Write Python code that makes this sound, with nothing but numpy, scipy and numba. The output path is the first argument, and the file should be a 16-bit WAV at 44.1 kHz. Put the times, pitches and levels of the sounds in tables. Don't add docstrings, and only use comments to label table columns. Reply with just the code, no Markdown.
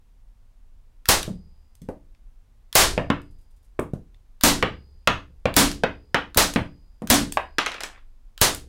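import sys
import numpy as np
from scipy import signal
from scipy.fft import rfft, irfft, next_fast_len
from scipy.io import wavfile
from scipy.ndimage import minimum_filter1d, map_coordinates
from numba import njit

SR = 44100
rng = np.random.default_rng(int(sys.argv[2]) if len(sys.argv) > 2 else 0)


def pcm_store(signal):
    levels = np.round(np.clip(np.atleast_2d(signal), -1, 1) * 32767)
    wavfile.write(sys.argv[1], SR, levels.astype(np.int16).T)


N = 382788
T = np.arange(40960) / SR
HZ = np.fft.rfftfreq(len(T), 1 / SR)

# (time [s], blast level [dB], hollow boom [dB], hammer lead [s], metallic ringing [dB])
SHOTS = [(1.0877, 3, -4, 0.031, -1), (2.753, 13, -8, 0.025, 2), (4.4357, 6, 13, 0.025, 3),
         (5.5651, 7, 13, 0.024, 2.5), (6.3727, 3, 3, .0267, 0.5), (7.101, 5, 15, 0.028, 5.5),
         (8.414, 1.5, 0.5, 0.036, -7)]
# (frequency [Hz], relative level [dB])
METAL_SPECTRUM = [(100, -30), (700, -7.5), (1300, -7.5), (3000, 0), (6000, -1.5), (9000, -0.5), (12000, -5),
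                  (16000, -14)]
# (frequency [Hz], relative level [dB])
SEAR_SPECTRUM = [(200, -20), (800, -15), (1300, 1), (2100, -6), (3400, -1.5), (5500, -7), (10000, -11),
                 (16000, -10.5)]


def amp(db):
    return 10 ** (np.asarray(db) / 20)


def along(points, hz):
    f, v = np.transpose(points)
    return np.interp(np.log(hz + 1), np.log(f), v)


def fade(t60, t=T):
    return np.exp(-np.log(1000) * t / t60)


def unit(x):
    return x / np.linalg.norm(x)


def normalised(db):
    return db - 10 * np.log10(np.mean(amp(db) ** 2) / (SR / 100))


def ring(hz, t60):
    return np.sin(2 * np.pi * hz * T) * fade(t60)


def resonance(centre_hz, q):
    return 1 / (1 + (2 * q * (HZ / centre_hz - 1)) ** 2)


def shelf(corner_hz):
    return 1 / (1 + (HZ / corner_hz) ** 4)


def ripple(depth_db, spacing_hz):
    knots = rng.standard_normal(1000)
    return depth_db * map_coordinates(knots, [HZ / spacing_hz], mode="mirror")


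def coloured(x, db):
    cepstrum = irfft(np.log(amp(db)))
    cepstrum[1:len(T) // 2] *= 2
    cepstrum[len(T) // 2 + 1:] = 0
    return irfft(rfft(x) * np.exp(rfft(cepstrum)))


def add(track, s, x):
    start = round(s * SR)
    track[start:start + len(x)] += x[:N - start]


def scattered(start_s, length_s, count):
    return start_s + length_s * (np.arange(count) + rng.uniform(size=count)) / count


def impact(t60, noisy):
    return (T == 0) + noisy * unit(rng.standard_normal(len(T)) * fade(t60))


def in_room(direct, colour_db, wet_db, tail_treble_db=0):
    # (frequency [Hz], t60 [s])
    decay_times = [(40, 0.56), (90, 0.47), (200, 0.28), (500, 0.2), (1500, 0.22), (4000, 0.23),
                   (9000, 0.22), (16000, 0.17)]
    # (frequency [Hz], level [dB], t60 [s])
    room_modes = [(67.7, -64, 1.5), (97, -69, 0.53), (183, -52, 0.29), (232.4, -48, 0.14),
                  (286.8, -49.5, 0.36), (347.7, -57, 0.37), (372, -56, 0.26), (494, -59, 0.29),
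                  (520, -52.5, 0.16), (645, -55.5, 0.26), (772, -54, 0.19), (980, -52, 0.2)]
    band_hz, t, bands = signal.stft(rng.standard_normal(len(T)), SR, nperseg=256)
    decaying = bands * fade(along(decay_times, band_hz)[:, None], t)
    tail = signal.istft(decaying, SR, nperseg=256)[1][:len(T)]
    build_up = 1 - np.exp(-T / 0.0051)
    tail = coloured(unit(tail * build_up), tail_treble_db * (1 - shelf(corner_hz=4200)))
    waves = sum(amp(db) * ring(hz, t60) for hz, db, t60 in room_modes)
    return coloured(unit(direct) + amp(wet_db) * (tail + waves), colour_db)


def contacts(rows, spectrum, t60, noisy, wet_db):
    out = np.zeros(N)
    for s, db, treble_db in rows:
        spot_db = ripple(depth_db=2.5, spacing_hz=260)
        body_db = normalised(along(spectrum, HZ) + spot_db)
        colour_db = body_db + treble_db * (1 - shelf(corner_hz=5900))
        add(out, s, amp(db) * in_room(impact(t60, noisy), colour_db, wet_db))
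    return out


def background(level_db=-48.5):
    # (frequency [Hz], relative level [dB])
    ambient_spectrum = [(12, -32.5), (20, 1), (43, -5.5), (55, -20.5), (107, -22), (130, -36), (210, -36),
                        (248, -34.5), (319, -42.5), (976, -46.5), (1570, -51.5), (10500, -61),
                        (16000, -64.5)]
    size = next_fast_len(N)
    gains = amp(along(ambient_spectrum, np.fft.rfftfreq(size, 1 / SR)))
    noise = irfft(rfft(rng.standard_normal(size)) * gains, size)[:N]
    return amp(level_db) * noise / noise.std()


def grip(level_db=-77.5, treble_db=10):
    scuffs = [(s, level_db, treble_db) for s in scattered(start_s=3.27, length_s=0.43, count=7)]
    return contacts(scuffs, METAL_SPECTRUM, t60=0.12, noisy=6, wet_db=-6)


def trigger_clicks():
    # (time [s], level [dB], treble [dB])
    clicks = [(1.2298, -26.5, -5.5), (1.753, -61.5, 4), (2.1485, -59.5, -25), (3.2174, -64.5, 6),
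              (3.796, -59, 22), (4.1455, -61.5, -17), (5.715, -28, -7), (6.5378, -29.5, -2),
              (7.323, -32, 4), (8.5478, -40.5, 14.5)]
    return contacts(clicks, METAL_SPECTRUM, t60=0.013, noisy=2.7, wet_db=-7.5)


def case_clatter():
    # (time [s], level [dB], treble [dB])
    landings = [(7.5841, -15.5, 0.5), (7.662, -24, 6.5), (7.718, -36, 4), (7.743, -36.5, 1),
                (7.806, -35.5, 15), (7.8349, -32.5, 17.5)]
    # (frequency [Hz], relative level [dB])
    case_spectrum = [(40, -31), (300, -6.5), (600, -2), (1200, 2.5), (2200, 0.5), (3800, -2.5),
                     (6000, -9.5), (10000, -23.5), (16000, -40)]
    slap_lag_s, slap_gain_db, slap_treble_db = 0.0055, 1, -31
    roll_s, roll_db, fade_db_per_s, roll_treble_db = 7.6, -30, 63, -44.5
    slaps = [(s + slap_lag_s, db + slap_gain_db, slap_treble_db) for s, db, _ in landings]
    roll = [(s, roll_db - fade_db_per_s * (s - roll_s), roll_treble_db)
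            for s in scattered(roll_s, length_s=0.39, count=20)]
    bounces = contacts(landings + slaps, case_spectrum, t60=0.019, noisy=2.5, wet_db=-5)
    return bounces + contacts(roll, case_spectrum, t60=0.04, noisy=6, wet_db=-2)


def board_knocks():
    # (time [s], level [dB], note [Hz], note level [dB], thump [dB])
    knocks = [(1.279, -25.5, 180, 7, 10), (1.291, -27.5, 195.6, 6, 7), (1.818, -38, 187, -5.5, 7),
              (1.888, -27, 568, 1.5, 0.5), (2.978, -12.5, 622, 2.5, 6), (3.102, -12.5, 275.4, -6, 2.5),
              (3.792, -19, 413, 1.5, 3), (3.935, -29, 406, -3.5, 5), (4.6261, -9.5, 535, -10, 0),
              (5.074, -4.5, 1250, -1, 0), (5.456, -12.5, 520, -4.5, 1), (5.8361, -11.5, 520, -1, -2),
              (6.145, -8, 1357, -2, -2.5), (6.361, -23.5, 160, 1, 1.5), (6.56, -11.5, 544, -10.5, 3),
              (7.020, -26, 208, 6, -0.5), (7.372, -15, 674, -9, -36)]
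    # (frequency [Hz], relative level [dB])
    board_spectrum = [(30, -3.5), (100, 2.5), (220, 3), (350, -2), (550, 2.5), (1400, -2.5), (2900, -2),
                      (4600, -9.5), (9000, -15.5), (16000, -14)]
    contact_ms, doubling_db = 0.16, 8
    tick_db, tick_treble_db = -59, 1.5
    out = np.zeros(N)
    for s, db, note_hz, note_db, thump_db in knocks:
        corner_hz = 1000 / (contact_ms * 2 ** (-db / doubling_db))
        softness_db = -10 * np.log10(1 + (HZ / corner_hz) ** 4.65)
        spot_db = ripple(depth_db=2.3, spacing_hz=150)
        bass_db = thump_db * shelf(corner_hz=315.4)
        board = unit(amp(along(board_spectrum, HZ) + softness_db + spot_db + bass_db))
        note = amp(note_db - 2) * unit(resonance(note_hz, q=2.1))
        colour_db = normalised(20 * np.log10(np.hypot(board, note)))
        blow = impact(t60=0.037, noisy=1.7)
        add(out, s, amp(db) * in_room(blow, colour_db, wet_db=-4.5, tail_treble_db=-3))
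    ticks = [(s, tick_db, tick_treble_db) for s, *_ in knocks]
    return out + contacts(ticks, METAL_SPECTRUM, t60=0.028, noisy=2.5, wet_db=-3)


def metal_ring():
    # (frequency [Hz], level [dB], t60 [s])
    metal_modes = [(877.5, -76, 3), (1055, -80, 2.5), (4292, -68, 1.6), (4862, -59.5, 1.75),
                   (4921, -63, 1.7), (4970, -66, 1.6)]
    out, t = np.zeros(N), np.arange(2 * SR) / SR
    for s, *_, ring_db in SHOTS:
        for hz, db, t60 in metal_modes:
            amplitude = amp(db + ring_db + rng.normal(0, 1.5))
            add(out, s, amplitude * np.sin(2 * np.pi * hz * t) * fade(t60, t))
    return out


def hammer():
    usual_lead_s, usual_db, softer_db_per_s, treble_db = 0.033, -39, 519, -2
    releases = [(s - lead_s, usual_db - softer_db_per_s * (lead_s - usual_lead_s), treble_db)
                for s, _, _, lead_s, _ in SHOTS]
    return contacts(releases, SEAR_SPECTRUM, t60=0.012, noisy=3.3, wet_db=-5)


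def shots(pin_db=-34, sparks_db=0.5, puff_db=4):
    # (frequency [Hz], relative level [dB])
    blast_spectrum = [(30, -3), (100, -8.5), (250, -6), (600, 2), (1400, 0), (2400, -4.5), (4200, -3),
                      (7000, -5.5), (10000, -8), (16000, -15.5)]
    out = np.zeros(N)
    for s, db, boom_db, *_ in SHOTS:
        colour_db = normalised(along(blast_spectrum, HZ) + boom_db * resonance(centre_hz=246, q=2))
        blast = in_room(impact(t60=0.017, noisy=1), colour_db, wet_db=0)
        sparks = coloured(impact(t60=0.0059, noisy=4.5), normalised(-20 * shelf(corner_hz=2930)))
        pin = coloured(unit(impact(t60=0.15, noisy=7)), normalised(along(SEAR_SPECTRUM, HZ)))
        add(out, s - 0.005, amp(pin_db) * pin)
        add(out, s, amp(db) * (blast + amp(sparks_db) * sparks))
        add(out, s + 0.0016, -amp(puff_db) * ring(hz=93, t60=0.033))
    return out


def scene():
    firing = shots() + metal_ring()
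    cases = board_knocks() + case_clatter()
    handling = hammer() + trigger_clicks() + grip()
    return (firing + cases + handling + background())[None]


@njit
def follow(wanted, attack, release):
    out, now = np.zeros(len(wanted)), 0.0
    for i in range(len(wanted)):
        now += (wanted[i] - now) / (attack if wanted[i] > now else release)
        out[i] = now
    return out


def gain_control(x, threshold_db, attack_s, release_s):
    peak_db = 20 * np.log10(1e-6 - minimum_filter1d(-np.abs(x), size=16))
    excess_db = np.maximum(peak_db - threshold_db, 0)
    return x * amp(-follow(excess_db, attack_s * SR, release_s * SR))


def record(dry):
    ceiling, bias, cutoff_hz, edge_hz = 0.5, 0.04, 15900, 300
    driven = dry[0] + bias
    clipped = driven / (1 + np.abs(driven / ceiling) ** 12) ** (1 / 12) - bias
    ducked = gain_control(clipped, threshold_db=-11.6, attack_s=0.0046, release_s=0.085)
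    size = next_fast_len(N + SR // 2)
    passband = np.clip((cutoff_hz - np.fft.rfftfreq(size, 1 / SR)) / edge_hz + 0.5, 0, 1)
    return irfft(rfft(ducked, size) * passband, size)[None, :N]


dry = scene()
out = record(dry)
pcm_store(out)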